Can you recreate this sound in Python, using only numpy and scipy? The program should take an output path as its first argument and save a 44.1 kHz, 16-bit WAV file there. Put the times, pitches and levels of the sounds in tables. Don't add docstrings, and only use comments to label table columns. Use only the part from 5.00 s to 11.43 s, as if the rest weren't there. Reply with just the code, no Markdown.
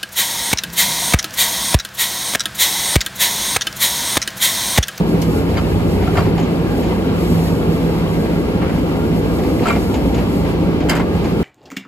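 import sys
import numpy as np
from scipy.fft import rfft, irfft, next_fast_len
from scipy.io import wavfile
from scipy.ndimage import map_coordinates

SR = 44100
rng = np.random.default_rng(int(sys.argv[2]) if len(sys.argv) > 2 else 0)


def generate_wav(sig):
    pcm = np.round(np.clip(np.atleast_2d(sig).T, -1, 1) * 32767).astype(np.int16)
    wavfile.write(sys.argv[1], SR, pcm)


N = 283563
SIDE = np.array([[1], [-1]])


def amp(db):
    return 10 ** (np.asarray(db) / 20)


def unit(x):
    return x / np.sqrt(np.mean(x ** 2) + 1e-20)


def curve(points):
    return np.interp(np.arange(N) / SR, *np.transpose(points))


def wobble(rate_hz):
    knots = rng.standard_normal(int(N * rate_hz / SR) + 4)
    return map_coordinates(knots, [np.arange(N) * rate_hz / SR])


def filtered(x, response):
    size = next_fast_len(N + 8192)
    return irfft(rfft(x, size) * response(np.fft.rfftfreq(size, 1 / SR)), size)[..., :N]


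def shape(spectrum):
    freq_hz, gain_db = np.transpose(spectrum)
    return lambda hz: amp(np.interp(np.log(hz + 1), np.log(freq_hz), gain_db))


def noise(response):
    return unit(filtered(rng.standard_normal(N), response))


def spread(spectrum, side_db):
    response = shape(spectrum)
    return unit(noise(response) + amp(side_db) * noise(response) * SIDE)


def arrive(x, lead_s):
    return filtered(x, lambda hz: np.exp(1j * np.pi * hz * lead_s * SIDE))


def impacts(starts_s, levels_db, t60_s, rise_s):
    power, t = np.zeros(N + SR), np.arange(SR // 2) / SR
    for start, db, t60 in np.broadcast(starts_s, levels_db, t60_s):
        envelope = amp(db - 60 * t / t60) * (1 - np.exp(-t / rise_s))
        power[round(start * SR):][:len(t)] += envelope ** 2
    return np.sqrt(power[:N])


def crumble(rate_hz, depth_db):
    return unit(amp(depth_db * np.clip(wobble(rate_hz), -2, 2)))


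def rotation(hz, drift):
    return 2 * np.pi * np.cumsum(hz * (1 + drift * wobble(1.925))) / SR


def exhaust(crank, orders, waver_db):
    out = 0
    for order, db in orders:
        peak = np.sqrt(2) * amp(db + waver_db * wobble(3.89))
        out += peak * np.sin(order * crank + rng.uniform(0, 2 * np.pi))
    return out


def steel(modes, contacts, ref_t60_s, spot_db):
    t = np.arange(SR // 7) / SR
    hz, width_hz, mode_db = np.transpose(modes)[:, :, None]
    t60_s = ref_t60_s * (1400 / hz) ** .3
    fade = amp(-60 * t / t60_s) * (1 - np.exp(-t / .0006))
    out = np.zeros((2, N + SR))
    for start_s, db, spot_hz in contacts:
        lift_db = spot_db * np.exp(-(np.log(hz / spot_hz) / .15) ** 2)
        gain = amp(mode_db + lift_db + 2 * rng.standard_normal(hz.shape))
        pitch_hz = hz * (1 + .009 * rng.standard_normal(hz.shape))
        jog = np.cumsum(rng.standard_normal((len(hz), len(t))), axis=1) * np.sqrt(np.pi * width_hz / SR)
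        phase = 2 * np.pi * (pitch_hz * t + rng.random(hz.shape)) + jog
        skew_rad = .5 * rng.standard_normal(hz.shape)
        ring = np.array([np.sum(gain * fade * np.sin(phase + side * skew_rad), axis=0) for side in SIDE])
        out[:, round(start_s * SR):][:, :len(t)] += amp(db) * np.sqrt(2) * ring / np.linalg.norm(gain)
    return out[:, :N]


# crank_order, level_db
DRONE_ORDERS = [(4, -37), (6, -25.5), (12, -46.5)]
# crank_order, level_db
GROWL_ORDERS = [(7.5, -38), (10, -40), (14, -38), (15, -39.5), (18, -44)]
# time_s, gain_db
DRONE_SWELL = [(0, 1), (1.3, 2), (2.5, 5.5), (3.4, -1.5), (4.25, 0), (4.45, -2), (4.75, -1.5), (6.43, 1)]
# time_s, gain_db
ROAR_SWELL = [(0, 0), (3.7, -0.46), (4.2, 0), (4.62, 1), (4.95, -0.5), (6.43, 0)]
# freq_hz, gain_db
ROAR = [(20, -50), (32, -24), (46, -9), (62, -9), (95, -2), (126, -6.5), (175, 1.5), (230, -1.5), (290, 0),
        (360, -3.5), (480, -6), (620, -14.5), (760, -16), (900, -22), (1800, -94)]
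# freq_hz, gain_db
SCATTERED_ROAR = [(22, -40), (55, 6), (90, 8), (125, 0), (175, 6), (280, 2), (480, 2.5), (650, -6.5),
                  (770, -12), (850, 4.5), (980, -40), (1800, -32.5)]
# freq_hz, gain_db
CLATTER = [(400, -18), (800, 7), (1100, 6), (1450, 0), (1800, -2.5), (2300, 0), (3000, -2.5), (3500, -6.5),
           (4400, -8.5), (5400, -14.5), (8000, -25), (14000, -103)]
ENGINE_LEAD_S = .00022

def excavator_diesel():
    crank = rotation(hz=27.68, drift=.0014)
    firing = np.cos(3 * crank)
    throb = np.cos(crank / 2 + 1.6 * wobble(3.93))
    drone = amp(curve(DRONE_SWELL)) * exhaust(crank, DRONE_ORDERS, waver_db=1.5)
    drone *= 1 + .25 * throb + .35 * wobble(13)
    growl = exhaust(crank, GROWL_ORDERS, waver_db=4) * (1 + .35 * wobble(25))
    roar = amp(-17 + curve(ROAR_SWELL) + .24 * wobble(6.5)) * noise(shape(ROAR))
    roar *= 1 + .088 * throb + .088 * wobble(22) + .021 * firing
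    scattered = amp(-28.5) * noise(shape(SCATTERED_ROAR)) * SIDE
    clatter = spread(CLATTER, side_db=1) + amp(-5) * arrive(noise(shape(CLATTER)), lead_s=.00019)
    clatter = amp(-33) * unit(clatter) * (1 + .049 * firing + .13 * wobble(25))
    return arrive(roar + drone + growl, ENGINE_LEAD_S) + scattered + clatter


# pitch_hz, width_hz, gain_db
BUCKET_MODES = [(655, 35, -1), (945, 45, -2), (1150, 50, 1), (1365, 55, 3), (1580, 60, -5), (1790, 70, -6),
                (2130, 70, -3), (2350, 90, -5), (2730, 60, -8), (3110, 70, -7), (3850, 70, -14),
                (4140, 30, -18), (4680, 40, -13), (7190, 70, -17), (7980, 130, -18), (11500, 150, -26)]
# start_s, ring_db, spot_hz, stone_db
BUCKET_BLOWS = [(.569, -24.5, 2130, -27), (.573, -25.5, 4680, -22), (.578, -27, 3110, -27),
                (.586, -27, 1280, -28), (1.074, -24.5, 1400, -27), (1.155, -22, 1240, -26),
                (1.17, -18.5, 1950, -19.5), (1.174, -20, 655, -24), (1.182, -19, 1365, -26),
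                (1.184, -29, 3110, -33), (1.189, -29, 4680, -33), (1.191, -20, 1300, -28),
                (1.203, -22, 655, -28), (1.221, -34, 4140, -31), (3.627, -32, 2350, -45),
                (3.78, -36, 2350, -43), (4.594, -31, 2100, -35), (4.62, -32, 2750, -31),
                (4.64, -29, 4140, -26), (4.657, -16, 1365, -18), (4.667, -17, 1365, -23),
                (4.669, -26, 7600, -22), (4.677, -23, 2730, -20.5), (4.683, -20, 7190, -27),
                (4.686, -18, 800, -30), (4.697, -16, 2350, -28), (4.704, -12.5, 1230, -32),
                (4.703, -30, 3870, -33), (4.713, -27, 2360, -33), (4.725, -29, 7190, -35),
                (4.726, -26, 2350, -29), (4.753, -25, 2130, -23)]
# freq_hz, gain_db
STONE = [(300, -18), (700, 20.5), (1400, 3), (2400, 5.5), (3300, -5), (5000, -6), (8000, -38), (14000, -61)]
# freq_hz, gain_db
GRIT = [(1500, 4), (3000, 23), (5000, 6), (7200, 18), (9000, -33), (14000, -26)]

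def bucket():
    scrape_s, scrape_db = .04, -10
    rebound_s, rebound_db = .012, -21.5
    start_s, ring_db, spot_hz, stone_db = np.transpose(BUCKET_BLOWS)
    contacts = [*zip(start_s, ring_db, spot_hz), *zip(start_s + rebound_s, ring_db + rebound_db, spot_hz)]
    ring = steel(BUCKET_MODES, contacts, ref_t60_s=.095, spot_db=19)
    scrape_power = sum(curve([(at - scrape_s, 0), (at, amp(db + scrape_db) ** 2), (at + rebound_s, 0)])
                       for at, db in zip(start_s, stone_db))
    grind = impacts(start_s, stone_db, t60_s=.15, rise_s=.00041)
    stone = spread(STONE, side_db=-7) + amp(-16) * spread(GRIT, side_db=3)
    return ring + np.sqrt(scrape_power + grind ** 2) * stone * crumble(rate_hz=350, depth_db=3)


# start_s, crunch_db, grit_db
LANDINGS = [(0.219, -29, -32.5), (.495, -32, -43), (1.023, -25.5, -42), (1.25, -26, -44), (1.377, -22, -38),
            (1.394, -40, -35), (1.427, -40, -36.5), (1.831, -29, -38), (1.862, -31, -41), (1.912, -33, -49),
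            (4.385, -29, -41), (4.433, -27.5, -42), (4.941, -23, -31.5), (5.144, -25, -34),
            (5.179, -25, -38), (5.45, -31, -48), (5.803, -26.5, -39), (6.243, -25, -36.5)]
# freq_hz, gain_db
CRACK = [(2000, -23), (4500, 13), (7500, 4), (10500, 4), (14000, 9.5)]

def rocks():
    start_s, crunch_db, grit_db = np.transpose(LANDINGS)
    crunch = impacts(start_s, crunch_db, t60_s=.2, rise_s=.0014) * spread(STONE, side_db=-21)
    grit = impacts(start_s, grit_db, t60_s=.12, rise_s=.00045) * spread(GRIT, side_db=-13)
    crack = impacts(starts_s=.216, levels_db=-22, t60_s=.1, rise_s=.0011) * spread(CRACK, side_db=1)
    return crunch + grit + crack


# start_s, level_db, pitch_hz, t60_s
THUMPS = [(1.172, -14, 62, .28), (1.184, -8, 80, .14), (1.25, -10, 98, .38), (4.678, -7.5, 220, .07)]

def thumps():
    t = np.arange(N) / SR
    return sum(impacts(at, db, t60_s, rise_s=.0012) * np.sin(2 * np.pi * hz * (t - at))
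               for at, db, hz, t60_s in THUMPS)


# pitch_hz, width_hz, gain_db
TOOTH_MODES = [(1550, 60, -8.5), (1720, 80, -13), (2070, 70, -4.5), (2190, 80, -10), (2800, 110, -11),
               (3060, 55, -6), (3950, 160, -20), (4440, 70, -17), (4750, 70, -16), (4940, 110, -17),
               (6550, 150, -17), (7170, 90, -14.5), (7830, 100, -13), (11030, 200, -18)]
# start_s, ring_db, spot_hz, crunch_db, crack_db
BITES = [(5.887, -24, 1550, -20, -37), (5.895, -13, 5060, -22, -17.5), (5.91, -21, 1550, -18, -27),
         (5.93, -24, 1550, -17, -44), (5.951, -29, 7500, -20, -31), (5.965, -28, 6000, -19, -32),
         (5.995, -29, 2070, -18.5, -52)]
# freq_hz, gain_db
PILE = [(250, -11), (600, 6.5), (1200, 1.5), (2600, -8), (5000, -23), (12000, -49)]

def teeth():
    start_s, ring_db, spot_hz, crunch_db, crack_db = np.transpose(BITES)
    ring = steel(TOOTH_MODES, zip(start_s, ring_db, spot_hz), ref_t60_s=.125, spot_db=9)
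    crunch = impacts(start_s, crunch_db, t60_s=.15, rise_s=.003) * spread(PILE, side_db=-10)
    crack = impacts(start_s, crack_db, t60_s=.1, rise_s=.00075) * spread(CRACK, side_db=0)
    return ring + (crunch + crack) * crumble(rate_hz=200, depth_db=-.5)


# start_s, level_db
RATTLES = [(3.615, -26), (3.637, -31), (3.661, -35), (3.692, -28), (3.722, -32)]
# freq_hz, gain_db
PINS = [(400, -12), (800, -6), (1350, 2), (1800, -5), (2300, -7), (3100, -13), (5000, -32)]

def linkage():
    start_s, level_db = np.transpose(RATTLES)
    knocks = impacts(start_s, level_db, t60_s=.2, rise_s=.002)
    return knocks * spread(PINS, side_db=-6) * crumble(rate_hz=230, depth_db=.5)


# time_s, level_db
OIL_FLOW = [(0, -40.5), (.35, -36.5), (.65, -38.5), (1.15, -36), (1.42, -42), (1.72, -38.5), (2.1, -40),
            (2.32, -33), (2.65, -38), (3.2, -37.5), (3.55, -42), (3.8, -39.5), (4.45, -37), (4.9, -35),
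            (5.1, -40), (5.35, -37.5), (5.75, -46), (6.43, -40.5)]
# freq_hz, gain_db
HISS = [(2500, -24), (4500, 4), (6000, -5), (6800, -4), (8400, -2.5), (11000, -1), (13000, -2.5),
        (14000, 1.5)]

def hydraulics():
    direct = arrive(noise(shape(HISS)), lead_s=-.00021) * SIDE
    diffuse = amp(-14) * spread(HISS, side_db=0)
    return amp(curve(OIL_FLOW) + 1.35 * wobble(21.09)) * unit(direct + diffuse)


# time_s, level_db
RUMBLE = [(0, -37), (.7, -23), (1.2, -26), (1.5, -36), (2.1, -30.5), (4.7, -29), (5.1, -23.5), (5.9, -26),
          (6.43, -29)]

def rumble():
    spectrum = [(20, -36), (42, -2), (62, 16), (95, 14), (130, 5.5), (300, -86)]
    return amp(curve(RUMBLE)) * spread(spectrum, side_db=-10.5)


# crank_order, level_db
TRUCK_ORDERS = [(3, -50), (4, -46), (6, -29)]

def truck_idle():
    crank = rotation(hz=10.08, drift=.002)
    return arrive(exhaust(crank, TRUCK_ORDERS, waver_db=1.5), ENGINE_LEAD_S)


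# time_s, level_db
HUM = [(0, -46), (.5, -26), (1.15, -26), (1.55, -47), (2.1, -29), (2.5, -30), (2.9, -41), (6.43, -31.5)]

def hum():
    tone = np.sqrt(2) * np.sin(rotation(hz=91.5, drift=.0036))
    return arrive(amp(curve(HUM)) * tone, ENGINE_LEAD_S)


# pitch_hz, width_hz, level_db
COVER_MODES = [(823, 30, -43), (928, 93, -41), (1120, 200, -43), (1232, 42, -48.5), (1382, 76, -46),
               (1622, 140, -48), (2048, 76, -49.5), (2220, 120, -50), (2720, 270, -50), (3160, 76, -49),
               (3980, 240, -60.5), (4390, 82, -59), (4740, 160, -73), (5450, 240, -66)]

def covers():
    out = 0
    for hz, width_hz, db in COVER_MODES:
        ring = noise(lambda f: (1j * f * width_hz / (hz * hz - f * f + 1j * f * width_hz)) ** 2)
        out += amp(db) * unit(ring * amp(2.8 * wobble(14)))
    return arrive(out, lead_s=.00013)


def gravel(count=5500):
    from_s, to_s, fade_s = .43, 3.2, .23
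    pour_db, crumbs_db = -43, -48.5
    when, pitch, smallness = rng.random((3, count, 1))
    t = np.arange(SR // 50) / SR
    hz = 1400 * 3.6 ** pitch
    size = amp(-20 * smallness) / np.sqrt(hz)
    envelope = amp(-60 * t / .02) * (1 - np.exp(-t / .0005))
    clinks = size * envelope * np.sin(2 * np.pi * hz * t)
    samples = (when * N).astype(int) + np.arange(len(t))
    trickle = np.bincount(samples.ravel(), clinks.ravel(), N)[:N] * crumble(rate_hz=27, depth_db=1)
    flow_db = curve([(from_s - fade_s, crumbs_db), (from_s, pour_db),
                     (to_s, pour_db), (to_s + fade_s, crumbs_db)])
    return amp(flow_db) * arrive(unit(trickle), lead_s=.00008)


def scene():
    digging = excavator_diesel() + bucket() + rocks() + thumps() + teeth() + linkage() + hydraulics()
    return digging + rumble() + truck_idle() + hum() + covers() + gravel()


# freq_hz, left_minus_right_db
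BALANCE = [(30, 8), (62, 0.5), (125, -4), (250, 0.4), (500, 1.5), (1000, 1), (2000, 0.5), (4000, -0.5),
           (8000, 0)]

def record(dry, cutoff_hz=13900):
    return filtered(dry, lambda hz: shape(BALANCE)(hz) ** (SIDE / 2) * (hz < cutoff_hz))


dry = scene()
out = record(dry)
generate_wav(out)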